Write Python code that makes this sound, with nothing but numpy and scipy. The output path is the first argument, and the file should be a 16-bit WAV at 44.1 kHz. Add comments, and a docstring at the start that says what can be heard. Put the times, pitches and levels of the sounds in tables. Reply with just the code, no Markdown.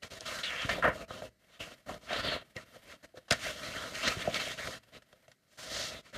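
"""First comes the soft rustle of book pages, handled and turned close to a mono microphone.
Sheet rubs on sheet by stick-slip friction, and a bent edge scrapes in a band that falls as it unbends.
Now and then the paper snaps or slaps, and the hand bumps the book on its hollow support.
Near the end a whole sheet glides over the next. A small, quiet room adds reflections and a faint hush."""
import sys
import numpy as np
from scipy import signal
from scipy.fft import rfft, irfft, next_fast_len
from scipy.io import wavfile
from scipy.ndimage import uniform_filter1d

SR = 44100
rng = np.random.default_rng(int(sys.argv[2]) if len(sys.argv) > 2 else 0)


def persist_wave(psi):
    """Save psi, clipped to +-1, as 16-bit WAV."""
    counts = np.round(np.clip(psi, -1, 1) * 32767).astype(np.int16)
    wavfile.write(sys.argv[1], SR, np.atleast_2d(counts).T)


N = 272449

# Strokes: sheet on sheet, a page edge, one smooth glide. 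Each row: start, attack, hold and release
# in seconds, rasp level in dB, fizz and murmur of the book in dB relative to the rasp.
RUBS = [ (.02, .01, .004, .05, -48, -7, -3), (.1, .012, .066, .016, -53, -3, 0),
        (.19, .012, .045, .014, -55.5, -7, .5), (.25, .014, .138, .036, -42.8, -6, -8.5),
        (.652, .005, .026, .01, -52, -4, 4), (.684, .016, .036, .014, -35.3, -14.5, -5.5),
        (.742, .005, .025, .075, -45.5, -15, 4), (.915, .03, .07, .04, -53, -7.5, 7.5),
        (1.078, .034, .024, .06, -50.5, -9, 4), (1.145, .012, .05, .02, -55.5, -6, 0),
        (1.21, .014, .036, .034, -57.5, -4, 10), (1.48, .06, .02, .028, -61, -9, -7),
        (1.592, .016, .022, .095, -45.2, -10, -5), (1.707, .02, .012, .018, -56, -7.5, 0),
        (1.86, .034, .018, .073, -51.5, -7, 7.5), (2.008, .034, .045, .02, -58.5, -4.5, 2.5),
        (2.553, .012, .06, .02, -54.5, -9, 1), (2.72, .042, .005, .012, -57.5, -8, -1),
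        (2.853, .052, .022, .042, -52.5, -8.5, -3), (3.026, .017, .005, .016, -53.5, -7, -1),
        (3.152, .022, .005, .017, -56.5, -6, 1), (3.33, .005, .02, .07, -45, -10, -9),
        (3.388, .052, .06, .055, -40.5, -6.5, -7.5), (3.535, .025, .06, .016, -50.5, -5, -2.5),
        (3.615, .018, .262, .08, -44.7, -8, -4.3), (3.932, .02, .08, .03, -41, -7.5, -8),
        (4.028, .051, .006, .008, -28.5, -6.5, -10), (4.085, .005, .035, .065, -38, -8, -8),
        (4.17, .028, .027, .014, -40.5, -10, -8), (4.22, .015, .095, .014, -46.8, -9, -.5),
        (4.322, .022, .028, .026, -36.5, -9, -7), (4.385, .018, .015, .045, -36, -9, -13),
        (4.43, .025, .06, .068, -42.7, -7, -7), (4.572, .012, .15, .056, -44.4, -7, -4.5),
        (4.918, .034, .018, .02, -53, -12, -1), (5.475, .04, .05, .01, -75.5, 5, -4),
        (5.572, .02, .055, .04, -52, 0, -8), (5.89, .03, .07, .026, -52, -8, 0),
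        (6.028, .03, .04, .03, -62.5, -5.5, -4.5), (6.126, .022, .018, .04, -47, -11, -2), ]
SCRAPES = [(.425, .012, .21, .07, -38.3, -16, -15), (.818, .025, .015, .084, -24.8, -38, -9),
           (2.066, .04, .1, .05, -37.8, -19, -6.5), (2.208, .035, .11, .08, -37.8, -23, -4)]
GLIDE = (5.62, .135, .11, .085, -42.5, -1.2, -7)
# The band of a bending edge. Each row: time in seconds, lower and upper limit in Hz, tautness from 0 to 1.
EDGE_BAND = [ (.43, 2400, 4300, .2), (.47, 2600, 3900, .45), (.494, 2600, 3380, .7), (.52, 1600, 2700, .15),
             (.59, 1900, 3400, .5), (.66, 1400, 3270, .1), (.82, 1150, 2000, .3), (.855, 1100, 1850, .06),
             (.95, 900, 1870, 0), (2.09, 1260, 3270, .12), (2.19, 1230, 4600, .4), (2.24, 1300, 4850, .7),
             (2.28, 2100, 4550, .95), (2.32, 1190, 4450, .8), (2.43, 1100, 4300, .9), ]
# Snaps and slaps of paper. Each row: start in seconds, level in dB, centre in Hz, width in octaves,
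# time to decay by 60 dB in seconds.
SNAPS = [ (.032, -30, 2670, 1, .027), (.106, -41.5, 2000, 1.6, .05), (.2077, -20.5, 5200, .6, .0057),
         (.258, -31, 3200, .12, .047), (.388, -29, 3200, .6, .04), (.433, -27, 3300, .29, .073),
         (.618, -27, 4660, .4, .015), (.691, -22, 1600, 1.1, .09), (.824, -19, 1500, .45, .07),
         (.841, -18, 1610, .55, .03), (.852, -15.5, 1400, .54, .024), (.873, -21.5, 1500, .55, .06),
         (1.105, -30.5, 1100, .47, .031), (1.221, -33, 1000, 1.2, .024), (1.891, -31, 830, .4, .13),
         (1.942, -31.5, 1500, 1.6, .019), (2.093, -31, 1900, .53, .047), (2.131, -23.5, 2500, .84, .02),
         (2.187, -28, 1490, .28, .1), (2.282, -25, 3330, .12, .041), (2.565, -22, 5000, .54, .0068),
         (2.565, -33, 1900, .16, .084), (3.172, -37, 1900, .89, .026), (3.281, -43, 1000, 1.7, .13),
         (3.304, -31, 2500, 3, .045), (3.3085, -8.5, 3000, 1.15, .026), (3.3092, -20, 190, .7, .06),
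         (3.3131, -21, 1950, .4, .12), (3.3224, -15.5, 3900, 1.5, .033), (3.3295, -21.5, 1900, 1.06, .048),
         (3.953, -25, 3800, 1.5, .013), (4.083, -16, 2400, .86, .02), (4.3425, -19, 3000, .79, .022),
         (4.359, -26, 2600, .7, .083), (4.515, -27, 2500, 1.04, .029), (4.585, -31, 1700, .4, .06),
         (4.673, -25.5, 2010, 1.2, .027), (4.833, -47, 2500, 1.3, .035), (5.021, -43, 1600, 1.7, .027),
         (5.127, -43.5, 1380, 1.7, .029), (5.28, -41.5, 1920, 1.7, .019), (5.315, -41, 1880, 1.5, .028), ]
# Blows on the book. Each row: start in seconds, ring and thud in dB, frequency the spot favours in Hz.
BUMPS = [ (.647, -48, -27, 400), (.691, -22, -36, 700), (.779, -27.5, -40, 645), (.853, -13.5, -37, 570),
         (.876, -13, -31, 600), (1.104, -28, -37.5, 560), (1.22, -30, -40, 600), (1.89, -28, -46, 640),
         (1.901, -30, -41, 560), (2.106, -23.5, -41, 670), (2.127, -20, -48, 670), (2.318, -21, -48, 577),
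         (2.559, -30.5, -36.5, 510), (2.758, -37, -56, 560), (3.14, -37, -66, 520), (3.171, -33, -48, 540),
         (3.31, -17.5, -24, 650), (3.325, -22, -34, 680), (3.463, -26, -44, 620), (3.68, -38, -38, 554),
         (4.088, -44, -33, 500), (4.166, -37, -28.5, 360), (4.2745, -13, -26, 625), (4.68, -29, -37, 500),
         (5.128, -45, -54, 574), (5.28, -46, -55.5, 607), ]
# Spells of creeping fingers. Each row: start in seconds, length in seconds, level in dB.
FIDGETS = [(0, .12, -68), (1.38, 1.21, -68.5), (2.63, .31, -62), (2.95, .36, -70), (4.78, .58, -69.5),
           (5.41, .21, -71.5)]
# Spectra of a rubbed sheet, a gliding sheet, the fibres, the book beneath, the fingers and the background.
# Each row: frequency in Hz, relative level in dB.
RASP_SPECTRUM = [(500, -20.5), (950, -10.5), (1250, -5), (1650, -2), (2400, 2), (3300, -2), (4200, -6.5),
                 (5500, -24.5), (9000, -38)]
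SWISH_SPECTRUM = [(450, -20), (620, -6.5), (950, -10), (1300, -3.5), (2000, 3), (2500, 1), (3700, 5.5),
                  (4700, 1), (6000, -5.5), (9000, -31)]
FIZZ_SPECTRUM = [(2500, -20.5), (4300, -3), (5300, -3), (6700, -3), (8000, -9), (9200, -9.5), (10300, -15),
                 (14000, -19)]
MURMUR_SPECTRUM = [(25, -19.5), (45, 4.5), (65, 6), (110, 1), (170, 1), (300, 0.5), (450, -3), (650, -4),
                   (850, -14), (1200, -11.5), (2500, -35.5)]
FINGER_SPECTRUM = [(60, 5), (520, -3), (1000, -7), (2000, -3), (3200, -4.5), (7000, -13.5), (14000, -15)]
HUSH_SPECTRUM = [(18, -36), (30, -11), (177, 2.5), (311, -6.5), (674, -18), (917, -21), (2090, -12.5),
                 (3400, -21.5), (4070, -13.5), (5550, -18.5), (14000, -24.5)]
# Peaks and dips in the response of book and support. Each row: centre in Hz, width in Hz, gain in dB.
BODY_RESONANCES = [(625, 180, 10.5), (880, 170, -3), (1430, 760, 4.5), (1998, 270, 3.2), (2440, 220, -4),
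                   (3063, 300, 2.5)]
# Modes of the support. Each row: frequency in Hz, relative level in dB, time to decay by 60 dB in seconds.
SUPPORT_MODES = [(361, 4, .05), (523, -6, .07), (621, 1.5, .04), (680, -2.5, .055)]
# Decay of the room. Each row: frequency in Hz, reverberation time in seconds.
ROOM_DECAY = [(100, 0.63), (600, 0.21), (2000, .27), (6000, .18), (14000, 0.24)]

FRAMES = dict(fs=SR, nperseg=512, noverlap=384)  # for filters that change over time


def stroke(row, rasp, touch_db, fizz_follow=.8, murmur_follow=.7, sag_db_per_s=4, fade_s=.005,
           lumps_db=4.0, uneven_db=1):
    """Sliding friction: the same slips drive rasp, fizz and the book's murmur, all rising with pressure."""
    start, attack, hold, release, rasp_db, fizz_db, murmur_db = row
    corners = start + np.cumsum([0, attack, hold, release])
    t = np.arange(start, corners[-1], 1 / SR)
    # The hand starts at a light touch, presses, eases off as it holds, and lets go.
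    pressure_db = np.interp(t, corners, [touch_db, 0, -sag_db_per_s * hold, touch_db])
    pressure_db += uneven_db * wander(len(t), hz=60)
    drive = slips(len(t))
    murmur = unit(colour(drive, MURMUR_SPECTRUM) * amp(lumps_db * wander(len(t), hz=70.9)))
    sound = amp(pressure_db) * rasp(drive, t) + amp(murmur_db + murmur_follow * pressure_db) * murmur
    sound = amp(rasp_db) * sound + fizz(drive, rasp_db + fizz_db + fizz_follow * pressure_db)
    contact = np.clip(np.minimum(t - t[0], t[-1] - t) / fade_s, 0, 1)
    return start, sound * np.sin(np.pi / 2 * contact)


def slips(count, per_s=2600, spread_db=2.5, grain=.65, flutter_db=.5, flutter_hz=220, clump_db=.7):
    """Stick-slip motion: fibres catch and let go in a haze of tiny slips and some larger ones, in clumps."""
    sizes = amp(spread_db * np.minimum(rng.exponential(1, count), 3)) * rng.choice([-1, 1], count)
    large = unit(sizes * (rng.random(count) < per_s / SR))
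    grip = amp(flutter_db * wander(count, flutter_hz) + clump_db * wander(count, hz=55))
    return (rng.standard_normal(count) + grain * large) * grip


def sheet_rasp(drive, t, bend_db=3.5, patch_bins=9, patch_frames=19):
    """Shifting resonances: a loose sheet rasps over a wide band whose peaks come and go as it bends."""
    spectra = signal.stft(drive, **FRAMES)[2]
    patches = uniform_filter1d(rng.standard_normal(spectra.shape), patch_bins, axis=0)
    patches = uniform_filter1d(patches, patch_frames, axis=1)
    bent = signal.istft(spectra * amp(bend_db * unit(patches)), **FRAMES)[1]
    return colour(bent[:len(t)], RASP_SPECTRUM)


def edge_rasp(drive, t, low_slope=4.5, slack_slope=7.4, taut_slope=40.0, skirt_db=-27,
              sing_db=9.5, sing_width=.012):
    """Band-pass filtering: an edge's band moves with its bend; taut, it ends sharply and two modes sing."""
    _, frame_s, spectra = signal.stft(drive, **FRAMES)
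    hz = np.fft.rfftfreq(FRAMES["nperseg"], 1 / SR)[:, None] + 1
    times, *columns = np.transpose(EDGE_BAND)
    low, high, taut = (np.interp(t[0] + frame_s, times, column) for column in columns)
    low_pass = 1 / np.sqrt(1 + (hz / high) ** (slack_slope + taut * taut_slope))
    high_pass = 1 / np.sqrt(1 + (low / hz) ** low_slope)
    skirt = amp(skirt_db) / (1 + (hz / (2 * high)) ** 8)
    sing = sum(1 / (1 + ((hz / (ratio * high) - 1) / sing_width) ** 2) for ratio in (.74, .97))
    band = (low_pass + skirt) * high_pass * amp(body_db(hz) + sing_db * taut * sing)
    spectra = spectra * band / np.linalg.norm(band, axis=0)
    return unit(signal.istft(spectra, **FRAMES)[1][:len(t)])


def glide_rasp(drive, t):
    """Friction noise: a smoothly gliding sheet swishes higher than a rubbed one."""
    return colour(drive, SWISH_SPECTRUM)


def fizz(drive, db, dull_hz=7500, dull_from_db=-47, dull_span_db=7):
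    """Fibre friction: a fizz lies above the rasp and loses its top when the fibres are pressed hard."""
    bright = colour(drive, FIZZ_SPECTRUM)
    dull = signal.sosfiltfilt(signal.butter(3, dull_hz, fs=SR, output="sos"), bright)
    dull_share = np.clip((db - dull_from_db) / dull_span_db, 0, .85)
    return amp(db) * (bright + dull_share * (dull - bright))


def snap(db, centre_hz, octaves, t60, trim_db=-6, skirt_db=-33, top_hz=8500):
    """Buckling and impact: a sheet gives a burst of slips, more sudden the harder it is forced."""
    t = np.arange(SR // 4) / SR
    hz = np.fft.rfftfreq(len(t), 1 / SR) + 1
    peak = np.exp(-.5 * (np.log2(hz / centre_hz) / octaves) ** 2)
    band = (amp(skirt_db) + peak) / (1 + (hz / top_hz) ** 4)
    response = irfft(unit(band * amp(body_db(hz))), len(t))
    # Minimum phase: the sheet can ring only after it is hit.
    log_gain = np.log(abs(np.fft.fft(response)) + 1e-6)
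    ring = np.fft.ifft(np.exp(np.conj(signal.hilbert(log_gain)))).real
    rise_s = .0001 / amp(.54 * db)
    force = amp(-60 * t / t60) * (1 - np.exp(-t / rise_s))
    return amp(db + trim_db) * signal.fftconvolve(force * rng.standard_normal(len(t)), ring)[:len(t)]


def bump(ring_db, thud_db, spot_hz, reach_hz=100, rise_s=.0028, thud_hz=105, thud_t60=.053, puff_s=.0028):
    """Modal excitation: a soft blow rings the hollow support, thuds in the pages and expels a puff of air."""
    t = np.arange(SR // 4) / SR
    ring = np.zeros(len(t))
    for hz, db, t60 in SUPPORT_MODES:
        mode = amp(db - 60 * t / t60) * np.sin(2 * np.pi * hz * rng.uniform(.975, 1.015) * t)
        ring += mode / (1 + ((hz - spot_hz) / reach_hz) ** 2)
    thud_band = signal.butter(2, [thud_hz / 2, thud_hz * 2], "band", fs=SR, output="sos")
    pages = unit(signal.sosfilt(thud_band, rng.standard_normal(len(t))))
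    puff_time = t / puff_s - 2.5
    puff = (1 - 2 * puff_time ** 2) * np.exp(-puff_time ** 2)
    thud = .5 * amp(-60 * t / thud_t60) * pages + .67 * puff
    onset = 1 - np.exp(-(t / rise_s) ** 2)
    return (.84 * amp(ring_db) * ring + amp(thud_db) * thud) * onset


def fidget(length, db, fade_s=.03):
    """Frictional creep: the fingers inch over the sheet in faint, uneven slips."""
    t = np.arange(0, length, 1 / SR)
    drive = slips(len(t), per_s=420, spread_db=3.5, grain=.4, flutter_db=2.5, flutter_hz=120.4, clump_db=3.2)
    fade = np.minimum(np.minimum(t, length - t) / fade_s, 1)
    return amp(db) * colour(drive, FINGER_SPECTRUM) * fade


def body_db(hz):
    """Resonance: book and support raise some frequencies and lower others, by this many dB."""
    return sum(db / (1 + (2 * (hz - centre) / width) ** 2) for centre, width, db in BODY_RESONANCES)


def colour(drive, spectrum):
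    """Source and filter: a spectrum and the book's resonances shape the drive, returned at unit rms."""
    size = next_fast_len(len(drive) + 2048)
    hz = np.fft.rfftfreq(size, 1 / SR)
    gain = amp(curve_at(spectrum, hz) + body_db(hz))
    return unit(irfft(rfft(drive, size) * gain, size)[:len(drive)])


def room(direct, early_db=-11, early_t60=.037, tail_db=-19, lowest_hz=350):
    """Reflection: small surfaces nearby return all but the bass; the furnished room adds a short tail."""
    t = np.arange(SR // 2) / SR
    early = rng.standard_normal(len(t)) * (rng.random(len(t)) < .03)
    early *= amp(-60 * t / early_t60) * (t > .001)
    early = signal.sosfilt(signal.butter(2, lowest_hz, "high", fs=SR, output="sos"), early)
    hz, frame_s, spectra = signal.stft(rng.standard_normal(len(t)) * (t > .006), SR, nperseg=256)
    decay = amp(-60 * frame_s / curve_at(ROOM_DECAY, hz)[:, None])
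    tail = signal.istft(spectra * decay, SR)[1][:len(t)]
    echo = amp(early_db) * early / np.linalg.norm(early) + amp(tail_db) * tail / np.linalg.norm(tail)
    return direct + signal.oaconvolve(direct, echo)[:N]


def hush(db=-74.5):
    """Stationary noise: a faint, steady hush lies under everything."""
    return amp(db) * colour(rng.standard_normal(N), HUSH_SPECTRUM)


def amp(db):
    """Decibels as an amplitude ratio."""
    return 10 ** (np.asarray(db) / 20)


def unit(x):
    """Normalisation to an rms of one."""
    return x / np.sqrt(np.mean(x ** 2) + 1e-20)


def curve_at(points, hz):
    """Interpolation on a logarithmic frequency axis."""
    point_hz, values = np.transpose(points)
    return np.interp(np.log(hz + 1), np.log(point_hz + 1), values)


def wander(count, hz):
    """Random modulation: a line through hz chance values a second."""
    return np.interp(np.arange(count) * hz / SR, np.arange(count), rng.standard_normal(count))


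def add(mix, start, sound):
    """Superposition: a sound joins the mix at its start in seconds."""
    part = mix[max(round(start * SR), 0):][:len(sound)]
    part += sound[:len(part)]


def scene():
    """Superposition: all handling of the book sums in the room, over the hush, alike in both channels."""
    book = np.zeros(N)
    for row in RUBS:
        add(book, *stroke(row, sheet_rasp, touch_db=-14))
    for row in SCRAPES:
        add(book, *stroke(row, edge_rasp, touch_db=-25))
    add(book, *stroke(GLIDE, glide_rasp, touch_db=-14, fizz_follow=1.45, fade_s=.012,
                      lumps_db=1.7, uneven_db=.4))
    for start, length, db in FIDGETS:
        add(book, start, fidget(length, db))
    for start, *shape in SNAPS:
        add(book, start, snap(*shape))
    for start, *blow in BUMPS:
        add(book, start, bump(*blow))
    mono = room(book) + hush()
    return np.array([mono, mono])


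def record(dry, low_cut_hz=42, high_cut_hz=14400):
    """Band limiting: the microphone sheds deep bass, and a steep filter removes the highest treble."""
    thin = signal.sosfilt(signal.butter(3, low_cut_hz, "high", fs=SR, output="sos"), dry)
    low_pass = signal.firwin(511, high_cut_hz, window=("kaiser", 8), fs=SR)
    return signal.oaconvolve(thin, low_pass[None], "same")


dry = scene()
out = record(dry)
persist_wave(out)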